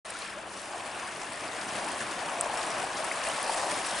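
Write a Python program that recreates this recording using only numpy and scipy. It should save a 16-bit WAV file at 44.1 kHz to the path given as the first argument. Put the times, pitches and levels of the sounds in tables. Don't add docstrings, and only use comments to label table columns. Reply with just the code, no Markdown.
import sys
import numpy as np
from scipy import signal
from scipy.fft import rfft, irfft, next_fast_len
from scipy.io import wavfile
from scipy.ndimage import uniform_filter1d, map_coordinates

SR = 44100
rng = np.random.default_rng(int(sys.argv[2]) if len(sys.argv) > 2 else 0)


def log_audio(samples):
    frames = np.atleast_2d(samples).T
    limited = np.clip(frames, -1, 1)
    pcm = np.round(limited * 32767).astype(np.int16)
    wavfile.write(sys.argv[1], SR, pcm)


N = 176400

# time in seconds, relative level in dB.
GURGLE_LEVEL = [(0.05, -45), (0.55, -43.4), (0.75, -41.5), (1.0, -41), (1.25, -43.5), (1.55, -41.4),
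                (1.75, -38.5), (2.05, -39), (2.3, -36), (2.6, -35), (2.85, -35), (2.95, -37), (3.2, -37),
                (3.4, -34.5), (3.58, -35), (4.0, -38.2)]
CREST_LEVEL = [(0.05, -44.5), (0.27, -42), (0.45, -46), (0.7, -44.5), (1.0, -41), (1.2, -43.5), (1.55, -41),
               (1.78, -40), (2.05, -40.5), (2.55, -39), (2.75, -38.5), (2.95, -40), (3.3, -37),
               (3.55, -38.5), (3.8, -38.5), (4.0, -37.5)]
SPRAY_LEVEL = [(0.05, -47.5), (0.24, -45), (0.33, -49.3), (0.46, -54), (0.53, -46.5), (0.8, -47),
               (1.05, -45.5), (1.3, -46.5), (1.55, -45.0), (1.8, -43), (2.2, -45), (2.38, -43), (2.65, -41),
               (2.9, -44.0), (3.04, -40.5), (3.18, -41.5), (3.5, -38.5), (4.0, -38.5)]
RUMBLE_LEVEL = [(0.05, -55), (0.5, -52), (1.15, -50), (1.7, -46), (2.6, -47), (3.1, -49), (3.55, -48.5),
                (3.75, -45.5), (4.0, -46.5)]
# frequency in Hz, relative level in dB.
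GURGLE_SPECTRUM = [(250, -22), (480, -6.5), (590, 0.5), (690, 2), (850, 0.5), (1100, 0), (1400, -11),
                   (2500, -35.5)]
CREST_SPECTRUM = [(700, -20.5), (1200, -2.5), (1700, 0), (2050, -3.5), (2600, -4), (3500, -10.5),
                  (6000, -33.5)]
SPRAY_SPECTRUM = [(1000, -20), (2500, -5.5), (4000, -1.5), (5300, -1), (6600, -3.5), (8500, -1), (9600, 0),
                  (11000, -10.5)]
RUMBLE_SPECTRUM = [(20, -34), (35, -29), (60, -16.5), (110, -4.5), (165, -5), (230, 0), (340, 3.5),
                   (480, -2), (900, -8.5), (2500, -23.5)]
# frequency in Hz, correlation coefficient.
COHERENCE = [(40, 1), (150, 0.96), (600, 0.99), (1200, 0.84), (4000, 0.8), (9000, 0.84)]
# frequency in Hz, mean level in dB.
HUM_PARTIALS = [(49.5, -78.5), (65, -75), (99.5, -75), (200, -63.5)]
# start in seconds, peak level of the ping in dB, frequency in Hz.
DROPS = [(0.1058, -26.5, 9300), (0.617, -33, 9600), (2.4102, -13, 8270), (3.0432, -23, 9600),
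         (3.287, -23, 8850), (3.4285, -23, 9600), (3.480, -28, 10000), (3.522, -24, 8600),
         (3.547, -23, 10200)]
# start in seconds, peak level before panning in dB,
# starting frequency in Hz, life in periods of that frequency.
LARGE_BUBBLES = [(.149, -33.5, 1320, 74), (0.22, -33.5, 3900, 47), (.369, -36, 567, 47),
                 (2.496, -30, 773, 24), (2.539, -28.5, 760, 12), (2.835, -25.5, 693, 35),
                 (2.985, -32.5, 575, 55), (3.114, -21.5, 1900, 18), (3.495, -19.5, 790, 15),
                 (3.546, -27, 640, 22), (3.720, -32, 555, 55)]

WAVE_LEFT_DB, SPRAY_LEFT_DB, SCATTER_DB = 2.5, 1.4, 5


def amp(db):
    return 10 ** (np.asarray(db) / 20)


def unit_rms(x):
    return x / np.sqrt(np.mean(x ** 2) + 1e-20)


def at_frequency(rows, hz):
    row_hz, values = np.transpose(rows)
    return np.interp(np.log(hz + 1), np.log(row_hz + 1), values)


def envelope(rows):
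    return np.interp(np.arange(N) / SR, *np.transpose(rows))


def wobble(rate_hz):
    return map_coordinates(rng.standard_normal(2000), [np.arange(N) * rate_hz / SR], mode="wrap")


def pan(left_db):
    return amp(np.array([[.5], [-.5]]) * left_db)


def filtered(x, response):
    size = next_fast_len(N + SR // 2)
    return irfft(rfft(x, size) * response(np.fft.rfftfreq(size, 1 / SR)), size)[..., :N]


def add(track, start_s, sound):
    part = track[round(start_s * SR):][:len(sound)]
    part += sound[:len(part)]


def decay(age):
    return np.exp(-np.log(1000) * age)


def rush(spectrum, patchy_db):
    def mid_side_gains(hz):
        angle = np.arccos(np.clip(at_frequency(COHERENCE, hz), -1, 1)) / 2
        return amp(at_frequency(spectrum, hz)) * [np.cos(angle), np.sin(angle)]

    frames = signal.stft(rng.standard_normal((2, N)), nperseg=512)[2]
    patches = rng.standard_normal(frames.shape[1:])
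    for axis in (0, 1):
        patches = uniform_filter1d(patches, size=7, axis=axis)
    noise = signal.istft(frames * amp(patchy_db * unit_rms(patches)), nperseg=512)[1][:, :N]
    mid, side = filtered(noise, mid_side_gains)
    return unit_rms(np.array([mid + side, mid - side]))


def bubble(periods, life_cycles, pitch_rise=0.56, onset_cycles=3.1):
    age = periods / life_cycles
    phase = 2 * np.pi * periods * (1 + pitch_rise * age / 2)
    onset = 1 - np.exp(-periods / onset_cycles)
    return np.sin(phase) * decay(age) * onset


def bubble_cloud(spectrum, band_hz, life_cycles, spread_db, count, samples):
    when, pitch, life, strength, place = rng.random((count, 5)).T[:, :, None]
    low_hz, high_hz = band_hz
    hz = low_hz * (high_hz / low_hz) ** pitch
    rings = bubble(hz * np.arange(samples) / SR, life_cycles * 2 ** (2 * life - 1))
    rings = rings * hz * amp(-spread_db * np.log(strength + .03))
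    indices = ((when * N).astype(int) + np.arange(samples)).ravel()
    side_db = SCATTER_DB * (2 * place - 1)
    pair = np.array([np.bincount(indices, (rings * amp(db)).ravel(), N)[:N] for db in (side_db, -side_db)])
    return unit_rms(filtered(pair, lambda hz: amp(at_frequency(spectrum, hz))))


def bow_wave():
    wash = amp(-1) * rush(GURGLE_SPECTRUM, patchy_db=1.7)
    bubbles = amp(-6.5) * bubble_cloud(GURGLE_SPECTRUM, band_hz=(448.2, 1391), life_cycles=26.5,
                                       spread_db=1.5, count=1600, samples=2400)
    return pan(WAVE_LEFT_DB) * amp(envelope(GURGLE_LEVEL)) * (wash + bubbles)


def spurts(count, decay_s=0.006, depth=0.17):
    when, strength = rng.random((count, 2)).T
    impulses = np.bincount((when * N).astype(int), -np.log(strength + .05), N)
    level = signal.lfilter([1], [1, -np.exp(-1 / (decay_s * SR))], impulses)
    return np.abs(1 + depth * unit_rms(level - level.mean()))


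def crest():
    sheet = amp(-0.5) * rush(CREST_SPECTRUM, patchy_db=0.8)
    bubbles = amp(-6.5) * bubble_cloud(CREST_SPECTRUM, band_hz=(992.5, 4020), life_cycles=42.6,
                                       spread_db=4.0, count=1800, samples=1800)
    return pan(WAVE_LEFT_DB) * amp(envelope(CREST_LEVEL)) * (sheet + bubbles)


def spray():
    hiss = amp(-1) * rush(SPRAY_SPECTRUM, patchy_db=2.2)
    fizz = amp(-4.5) * bubble_cloud(SPRAY_SPECTRUM, band_hz=(3460, 10850), life_cycles=6,
                                    spread_db=5, count=9000, samples=150)
    level_db = envelope(SPRAY_LEVEL) + 0.52 * wobble(29.12)
    return pan(SPRAY_LEFT_DB) * amp(level_db) * (hiss + fizz)


def diesel(swing_db=2.5, drift_rad=0.47):
    t = np.arange(N) / SR
    hum = np.zeros(N)
    for hz, db in HUM_PARTIALS:
        amplitude = np.sqrt(2) * amp(db + swing_db * wobble(6))
        hum += amplitude * np.sin(2 * np.pi * hz * t + drift_rad * wobble(3.9))
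    rumble = amp(envelope(RUMBLE_LEVEL) + 1.5) * rush(RUMBLE_SPECTRUM, patchy_db=2.0)
    return hum + rumble


def drop_ticks(rise_s=0.00023, ping_t60_s=0.0031, spatter_t60_s=0.016, spatter_db=-9.5):
    track, t = np.zeros(N), np.arange(SR // 20) / SR
    treble = signal.butter(4, [7000, 11500], "band", fs=SR, output="sos")
    onset = 1 - np.exp(-(t / rise_s) ** 2)
    for start_s, db, hz in DROPS:
        ping = np.sin(2 * np.pi * hz * t) * decay(t / ping_t60_s) * onset
        noise = unit_rms(signal.sosfilt(treble, rng.standard_normal(len(t))))
        spatter = amp(spatter_db) * noise * decay(t / spatter_t60_s)
        add(track, start_s, amp(db) * (ping / np.abs(ping).max() + spatter))
    return track


def bubble_plops():
    track, t = np.zeros(N), np.arange(SR // 8) / SR
    for start_s, db, hz, life_cycles in LARGE_BUBBLES:
        ring = bubble(hz * t, life_cycles)
        add(track, start_s, amp(db) * ring / np.abs(ring).max())
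    return pan(WAVE_LEFT_DB) * track


def scene():
    slosh = amp(0.4 * wobble(24.04))
    spurt = spurts(count=620)
    water = bow_wave() + spurt ** 0.6 * crest() + spurt * spray()
    return slosh * water + bubble_plops() + drop_ticks() + diesel()


def record(dry, silence_s=0.047, fade_s=0.004, cutoff_hz=11130):
    fade_in = np.clip((np.arange(N) / SR - silence_s) / fade_s, 0, 1)
    return filtered(dry * fade_in, lambda hz: amp(-np.clip((hz - cutoff_hz) / 8, 0, 120)))


dry = scene()
out = record(dry)
log_audio(out)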